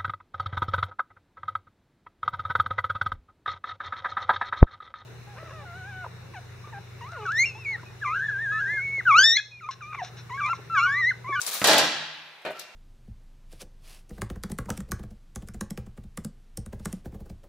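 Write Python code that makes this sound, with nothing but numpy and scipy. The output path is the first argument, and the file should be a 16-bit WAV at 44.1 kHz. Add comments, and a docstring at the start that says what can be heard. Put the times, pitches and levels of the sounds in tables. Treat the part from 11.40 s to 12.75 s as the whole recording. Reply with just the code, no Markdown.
"""A sheet-metal locker door is swung shut in a large shed with quiet air. Damped noise from random contacts
makes its fittings rattle, short noise bursts make the handle tick, and the edge touches dully on struck modes.
The door then slams and shudders, driving panel and box resonances, and the shed answers with diffuse decay.
Last the latch is turned home: filtered grit scrapes, struck modes knock, contacts chatter,
and an unsteady tone squeaks along with a few more ticks, the last one the strongest."""
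import sys
import numpy as np
from scipy import signal
from scipy.fft import rfft, irfft
from scipy.io import wavfile

SR = 44100
rng = np.random.default_rng(int(sys.argv[2]) if len(sys.argv) > 2 else 0)


def dump_mix(stems):
    """Bounce the given channels to the path in sys.argv[1] as a 16-bit WAV at rate SR."""
    frames = np.atleast_2d(stems).T  # one column per channel
    limited = np.clip(frames, -1, 1)  # hard clip at full scale
    pcm = np.round(limited * 32767).astype(np.int16)
    wavfile.write(sys.argv[1], SR, pcm)


def volts(x):
    """Linear amplitude factor 10**(x/20) for a level x in dB, scalar or array-like."""
    e = np.asarray(x, float) / 20
    return 10 ** e


N = 59535
T = np.arange(N) / SR   # time in s

# All levels and spectra below are relative.
# Correlation of left and right in diffuse noise: frequency_hz, correlation
CORRELATION = [(60, 0.96), (180, 0.99), (550, 0.92), (1650, 0.54), (4970, 0.25), (15000, 0.18)]
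CONTACT_POINTS = 6   # spots on the metal that are struck at random

# Spectrum of the quiet air: frequency_hz, density_db_per_hz
AIR_SPECTRUM = [(18, -53), (30, -28), (931, 7), (1210, 0.5), (2520, 7), (2950, -10), (3540, 1), (7580, -19),
                (13900, -20), (15800, -43)]
AIR_DB = -53

# Level of the loose parts while the door swings: time_s, level_db
RATTLE_LEVEL = [(0, -34), (.014, -39.5), (.035, -36), (.06, -40.5), (.066, -33.5), (.08, -31.5),
                (.089, -27.5), (.1, -35), (.127, -32.5), (.145, -32), (.18, -33), (.215, -36.5),
                (.24, -36.5)]
# Spectrum of the loose parts: frequency_hz, density_db_per_hz
RATTLE_SPECTRUM = [(88, -66), (150, -40), (186, -20), (308, -33), (464, -7.5), (919, -6.5), (1330, -3),
                   (2040, -6.5), (3960, -1), (15800, -4)]
RATTLE_PER_S = 3000

# Decay of the shed: frequency_hz, t60_s
SHED_T60 = [(60, 1.8), (160, 0.83), (420, 0.72), (1100, 1.07), (2910, 1.22), (7680, 0.62)]
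# Spectrum of the shed: frequency_hz, density_db_per_hz
SHED_SPECTRUM = [(40, -11), (150, 2), (500, -5.5), (1200, 0), (2500, 3.5), (4500, 4), (7000, 4.5),
                 (15000, -11.5)]
DOOR_SEND_DB, LATCH_SEND_DB = -7.5, -10
SHED_BUILD_S = 0.031   # time constant of the build-up
CROSSFADE_S = 0.03002   # time for the send to crossfade between reverb paths

# Bright metal ticks of handle and catch: start_s, level_db, low_hz, high_hz, t60_s, left_minus_right_db
TICKS = [(0.015, -17, 4800, 8800, 0.054, 8.5), (0.0647, -17, 4430, 10760, 0.048, 7.5),
         (.1400, -17, 8900, 15700, 0.052, 5), (.1963, -23, 8000, 16600, 0.027, 3),
         (0.244, -10, 2500, 11550, 0.03, 8), (.2712, -9.5, 3530, 14200, 0.11, 4.5),
         (0.328, -19.5, 3700, 13000, 0.099, 5), (0.3802, -8, 3540, 15000, 0.031, 6),
         (1.018, -55, 6100, 15000, 0.099, 8), (1.052, -41.5, 4000, 11100, 0.028, 10),
         (1.106, -47, 6020, 14400, 0.065, 12), (1.117, -45, 6000, 13800, 0.081, 2),
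         (1.1947, -26, 3220, 14900, .04, 5)]
TICK_DB, TICK_RISE_S = -9, 0.00063
SNAP_DB, SNAP_T60_S = 2.5, 0.0067   # the sharp onset, over the burst

# First touches of the door edge: start_s, level_db
TOUCHES = [(0.2171, -16), (0.2231, -29), (.227, -25), (0.2316, -23.5)]
# Spectrum of the touched edge: frequency_hz, density_db_per_hz
TOUCH_SPECTRUM = [(24, -35), (40, -1), (367, -14), (611, -4), (974, -2), (1890, 4), (2700, 5), (3600, -39),
                  (3940, -8), (8000, -28), (10400, -58), (17600, -120)]
# Modes struck by the edge: frequency_hz, level_db, t60_s
TOUCH_MODES = [(115, -9.5, 0.089), (201, -4, 0.034), (292, -8, 0.048), (576, -4, 0.042), (940, -13, .02),
               (1890, 3, .012), (2700, 0.5, 0.011)]
TOUCH_T60_S, TOUCH_BODY_DB = 0.11, 15
TOUCH_DULLING = 395   # dB per s per kHz

# Hardest blows of the door on its frame: start_s, level_db
BLOWS = [(0.2419, -2), (0.2722, -5.5), (.294, -11), (.312, -2.5), (0.331, -1.5), (.344, -4), (0.3807, -5),
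         (0.409, -10)]
# Shudder of the door in its frame: time_s, level_db, treble_change_db
SHUDDER = [(.242, -17, 3.5), (.258, -19, 4.5), (.269, -22.5, 1), (.274, -16, 0.5), (.3, -17, 1),
           (.336, -17.5, 0.5), (.376, -20.5, -5.5), (.385, -20, 6.5), (.42, -21.5, -2.5), (.46, -31, 0),
           (.52, -39.5, -8)]
SLAM_S, SHUDDER_END_S, SHUDDER_PER_S = 0.2422, 0.56, 1500
TREBLE_HZ = 5500   # the treble change acts above this
# Spectrum of the dense panel modes: frequency_hz, density_db_per_hz
DOOR_SPECTRUM = [(18, -71), (30, -43), (69, -46), (309, -10), (372, -14), (662, -2.5), (1090, -9),
                 (1420, -5), (2270, -8), (4260, -6.5), (7010, -15.5), (14600, -24.5), (15800, -25)]
# Decay of the dense panel modes: frequency_hz, t60_s
DOOR_T60 = [(40, .3), (150, 0.23), (600, 0.18), (2000, 0.096), (6000, 0.079), (15000, 0.025)]
# Strongest single panel modes: frequency_hz, level_db
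DOOR_MODES = [(678.3, -35), (1744, -51), (1981, -25), (2702, -27), (2929, -66), (3278, -62), (3451, -54),
              (3736, -51), (3801, -54), (3941, -28), (4221, -41), (4398, -38), (4538, -30), (5028, -34)]
MODE_T60_S, MODES_DB = 0.2, -14
# Low modes of the box: frequency_hz, level_db, t60_s
BOX_MODES = [(98.7, -52, 0.54), (129, -57, 0.48), (157, -48.5, 1), (203, -42, 0.22), (256.3, -42.5, 0.32),
             (314.2, -37.5, 0.31), (456.2, -37, 0.38), (584, -30, 0.11)]

# Level of the scraping handle: time_s, level_db
SCRAPE_LEVEL = [(1.0, -84), (1.05, -61), (1.13, -71), (1.17, -51.5), (1.19, -54), (1.2, -41.5),
                (1.23, -48.5), (1.26, -59), (1.3, -73)]
# Spectrum of the scraping handle: frequency_hz, density_db_per_hz
SCRAPE_SPECTRUM = [(2000, -26), (3000, -7), (4000, -0.5), (5500, -2.5), (7000, -13.5), (15800, -15)]
SCRAPE_PER_S = 2400

# Level of the latch bar's chatter between its knocks: time_s, level_db
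CHATTER_LEVEL = [(1.05, -33), (1.07, -36.5), (1.11, -42.5), (1.14, -49.5), (1.17, -51)]
# Spectrum of the chatter: frequency_hz, density_db_per_hz
CHATTER_SPECTRUM = [(150, -47), (300, -15), (620, -0.5), (1000, -15), (1300, -9.5), (1850, -7),
                    (2440, -10.5), (4200, -13.5), (5500, -30.5), (9000, -42), (15000, -55)]
CHATTER_PER_S = 1800

# Knocks of the latch bar going home: start_s, level_db
KNOCKS = [(1.0505, -26.5), (1.056, -39), (1.0653, -24.5), (1.076, -26), (1.088, -25), (1.096, -33),
          (1.106, -23.5), (1.12, -38), (1.134, -33.5)]
# Modes of the latch bar: frequency_hz, level_db, t60_s
LATCH_MODES = [(111, -41, 0.085), (164, -19, 0.12), (360, -47, 0.11), (400, -14, 0.085), (465, -20, 0.13),
               (542, -13.5, 0.12), (626.4, 1.5, 0.084), (700, -9, .06), (917, -6, 0.041), (1218, -9, .04),
               (1510, -8, 0.052), (1856, -5, 0.047), (2420, -1.5, 0.056), (2789, -11, 0.048)]
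# Spectrum of the dense door modes behind the latch: frequency_hz, density_db_per_hz
LATCH_SPECTRUM = [(35, -56), (60, -41), (396, -13), (488, -28), (628, 2), (842, -2), (1550, -10),
                  (2070, -23), (2400, -8), (3090, -24), (9000, -56), (11700, -80), (19800, -120)]
# Decay of the chatter and of the door behind the latch: frequency_hz, t60_s
LATCH_T60 = [(100, .08), (600, 0.051), (2000, 0.039), (6000, 0.021)]
LATCH_BODY_DB = 4.5
KNOCK_DULLING = 59   # dB per s per kHz
SOFT_HZ, KNOCK_LOW_HZ = 2500, 220   # low-pass of every modal knock, high-pass of the bar

# Squeak of the handle: time_s, level_db, overtone_level_db
SQUEAK = [(1.12, -69, -80), (1.135, -74, -61), (1.15, -51, -61), (1.16, -48, -65), (1.193, -45.5, -60),
          (1.198, -70, -58), (1.25, -64, -58), (1.31, -69, -65)]
SQUEAK_HZ, OVERTONE_HZ = 1352, 2750
SQUEAK_WAVER_RAD = 0.23   # rms phase wander of the lower tone

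LOW_CUT_HZ, MONO_BELOW_HZ, CUTOFF_HZ = 136, 430, 16450


def rms_one(x):
    """Normalization to unit root-mean-square value."""
    return x / np.sqrt(np.mean(x ** 2) + 1e-20)


def filtered(x, order, hz, kind="low"):
    """Butterworth filtering: maximally flat in the passband."""
    return signal.sosfilt(signal.butter(order, hz, kind, fs=SR, output="sos"), x)


def in_time(rows, column=1):
    """Amplitude envelope whose level runs linearly in dB between the rows."""
    rows = np.array(rows)
    return volts(np.interp(T, rows[:, 0], rows[:, column]))


def at_hz(points, hz):
    """Interpolation along logarithmic frequency."""
    points = np.array(points)
    return np.interp(np.log(hz), np.log(points[:, 0]), points[:, 1])


def bands(spectrum, t60, more_correlation=0.0, size=N):
    """High modal density: stereo noise decaying in third-octave bands, at unit energy per channel on average."""
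    out = 0
    hz = np.maximum(np.fft.rfftfreq(size, 1 / SR), 1)
    noise = rfft(rng.standard_normal((2, size))) * volts(at_hz(spectrum, hz))
    for centre in 30 * 2 ** np.arange(0, 9.2, 1 / 3):
        distance = np.clip(np.log2(hz / centre) * 3, -1, 1)
        mid, side = irfft(noise * np.cos(distance * np.pi / 2) ** 2, size)
        alike = np.clip(at_hz(CORRELATION, centre) + more_correlation, 0, 1)
        pair = np.sqrt(1 + alike) * mid + np.sqrt(1 - alike) * side * [[1], [-1]]
        out = out + pair * volts(-60 * T[:size] / at_hz(t60, centre))
    return rms_one(out) / np.sqrt(size)


def through(x, response):
    """Linear superposition: convolution of an excitation with an impulse response."""
    return signal.fftconvolve(np.atleast_2d(x), response, axes=1)[:, :N]


def ring(clicks, hz, t60):
    """Damped resonator: a unit click starts a decaying sine of initial height 1."""
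    radius = 1000 ** (-1 / (t60 * SR))
    turn = 2 * np.pi * hz / SR
    return signal.lfilter([0, np.sin(turn)], [1, -2 * radius * np.cos(turn), radius ** 2], clicks + 1e-18)


def clicks_at(events, gain_db):
    """Impulsive excitation: one click per event."""
    clicks = np.zeros(N)
    for s, db in events:
        clicks[int(s * SR)] = volts(db + gain_db)
    return clicks


def contacts(per_s, spread_db):
    """Random impacts of uneven size and either sign, at rms 1."""
    size = volts(spread_db * np.minimum(rng.exponential(1, N), 4))
    sign = rng.choice([-1, 1], N)
    return rms_one(size * sign * (rng.random(N) < per_s / SR))


def scattered(drive, spectrum, t60, size):
    """Position-dependent excitation: each contact point stirs the modes in its own way."""
    point = rng.integers(0, CONTACT_POINTS, N)
    return sum(through(drive * (point == k), bands(spectrum, t60, size=size)) for k in range(CONTACT_POINTS))


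def knocks(events, modes, dulling, spread_db):
    """Modal superposition: soft blows excite each mode by chance strengths, later ones with less treble."""
    s, db = np.transpose(events)
    chance = rng.normal(0, spread_db, (len(s), len(modes)))
    out = 0
    for k, (hz, level_db, t60) in enumerate(modes):
        loss_db = dulling * (s - s[0]) * hz / 1000
        clicks = np.zeros(N)
        clicks[(s * SR).astype(int)] = volts(db + level_db - loss_db + chance[:, k])
        out = out + ring(clicks, hz, t60)
    return filtered(out, 2, SOFT_HZ)


def air():
    """Stationary background noise: bands whose decay is too slow to notice."""
    return volts(AIR_DB) * np.sqrt(N) * bands(AIR_SPECTRUM, [(30, 1e6), (15000, 1e6)])


def rattle():
    """Repeated impact: loose fittings chatter on small, quickly damped metal."""
    drive = contacts(RATTLE_PER_S, spread_db=3.0) * in_time(RATTLE_LEVEL) * (T < SLAM_S)
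    metal = scattered(drive, RATTLE_SPECTRUM, [(200, 0.05), (15000, 0.014)], size=4096)
    return metal * volts([[0.8], [-0.8]])


def shed(x):
    """Diffuse reverberation: the sound is shared in turn among three noise tails, for a smooth decay."""
    turn = np.pi * T / (3 * CROSSFADE_S)
    out = 0
    for k in range(3):
        path = bands(SHED_SPECTRUM, SHED_T60) * (1 - np.exp(-T / SHED_BUILD_S))
        share = np.sqrt(2 / 3) * np.cos(turn + k * np.pi / 3)   # the squared shares sum to 1
        out = out + through(x * share, path)
    return out


def ticks():
    """Transient radiation: each tick is a band of noise with a sharp snap and a short exponential decay."""
    out = np.zeros((2, N))
    for s, db, low_hz, high_hz, t60, pan_db in TICKS:
        noise = rng.standard_normal((2, N))
        burst = filtered(noise[0] + 1.17 * noise[1] * [[1], [-1]], 2, [low_hz, high_hz], "band")
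        age = np.maximum(T - s, 0)
        decay = volts(-60 * age / t60) + volts(SNAP_DB - 60 * age / SNAP_T60_S)
        shape = (1 - np.exp(-age / TICK_RISE_S)) * decay
        out += volts(db + TICK_DB + pan_db * np.array([[0.5], [-0.5]])) * rms_one(burst) * shape
    return out


def touches():
    """Soft impact: the door edge knocks dully on its seal, exciting dense and single modes."""
    t60 = [(60, 2 * TOUCH_T60_S), (700, TOUCH_T60_S), (2000, 0.016)]
    body = through(clicks_at(TOUCHES, TOUCH_BODY_DB), bands(TOUCH_SPECTRUM, t60, more_correlation=0.22))
    return body + volts(-5.5) * knocks(TOUCHES, TOUCH_MODES, TOUCH_DULLING, spread_db=2.0)


def slam():
    """Forced resonance: blows and dense contacts drive the panel's dense and strongest modes and the box."""
    drive = contacts(SHUDDER_PER_S, spread_db=1.5) * in_time(SHUDDER) * (T > SLAM_S) * (T < SHUDDER_END_S)
    for s, db in BLOWS:
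        drive[int(s * SR)] += volts(db + 9.5)
    lines = sum(volts(db) * np.sin(2 * np.pi * hz * T) for hz, db in DOOR_MODES)
    lines = rms_one(lines * volts(-60 * T / MODE_T60_S))[None] / np.sqrt(N)
    panel = scattered(drive, DOOR_SPECTRUM, DOOR_T60, size=12288) + through(drive, volts(MODES_DB) * lines)
    low = signal.sosfiltfilt(signal.butter(2, TREBLE_HZ, fs=SR, output="sos"), panel)
    panel = low + (panel - low) * in_time(SHUDDER, column=2)
    box = sum(volts(db - 12.5) * ring(drive, hz, t60) for hz, db, t60 in BOX_MODES)
    return volts(0.5) * panel + box


def scrape():
    """Friction noise: fine bright grit under the turning handle."""
    drive = contacts(SCRAPE_PER_S, spread_db=4.0) * in_time(SCRAPE_LEVEL) * (T > SCRAPE_LEVEL[0][0])
    grit = scattered(drive, SCRAPE_SPECTRUM, [(3000, 0.021), (15000, 0.011)], size=2048)
    return grit * volts([[1.5], [-1.5]])


def chatter():
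    """Repeated impact: small hard contacts of the moving bar."""
    moving = (T > CHATTER_LEVEL[0][0]) * (T < CHATTER_LEVEL[-1][0] + 0.05)
    drive = contacts(CHATTER_PER_S, spread_db=3.0) * in_time(CHATTER_LEVEL) * moving
    return scattered(drive, CHATTER_SPECTRUM, LATCH_T60, size=6144)


def latch():
    """Coupled modal response: knocks excite the bar's modes and the door behind it."""
    bar = volts(-5.5) * knocks(KNOCKS, LATCH_MODES, KNOCK_DULLING, spread_db=1.0)
    bar = filtered(bar, 1, KNOCK_LOW_HZ, "high")
    door = scattered(clicks_at(KNOCKS, LATCH_BODY_DB), LATCH_SPECTRUM, LATCH_T60, size=6144)
    return bar * volts([[0.4], [-0.4]]) + door


def squeak():
    """Stick-slip friction: a tone and a higher partner whose phases wander together."""
    waver = SQUEAK_WAVER_RAD * rms_one(signal.lfilter([1], [1, -0.995], rng.standard_normal(N)))
    tone = in_time(SQUEAK) * np.sin(2 * np.pi * SQUEAK_HZ * T + waver)
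    overtone = in_time(SQUEAK, column=2) * np.sin(2 * np.pi * OVERTONE_HZ * T + 2 * waver)
    return np.sqrt(2) * (tone + overtone)


def scene():
    """Superposition of direct sound from door and handle, the shed's diffuse field and the quiet air."""
    background = air()
    door = rattle() + ticks() + touches() + slam()
    handle = scrape() + chatter() + latch() + squeak()
    send = volts(DOOR_SEND_DB) * door + volts(LATCH_SEND_DB) * handle
    return door + handle + shed(send.mean(axis=0)) + background


def band_limit(x):
    """A steep low-pass at the top of the band."""
    return signal.sosfilt(signal.butter(12, 16470, fs=SR, output="sos"), x)


def record(dry):
    """Close microphone spacing makes the bass alike; the bottom is cut, peaks are rounded, the top is cut."""
    mid = dry.mean(axis=0)
    high_pass = signal.butter(1, MONO_BELOW_HZ, "high", fs=SR, output="sos")
    side = signal.sosfiltfilt(high_pass, dry - mid)
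    mix = filtered(mid + side, 2, LOW_CUT_HZ, "high")
    mix = np.tanh(mix)
    mix = signal.sosfilt(signal.cheby2(12, 60, CUTOFF_HZ, fs=SR, output="sos"), mix)
    return band_limit(mix)


dry = scene()
out = record(dry)
dump_mix(out)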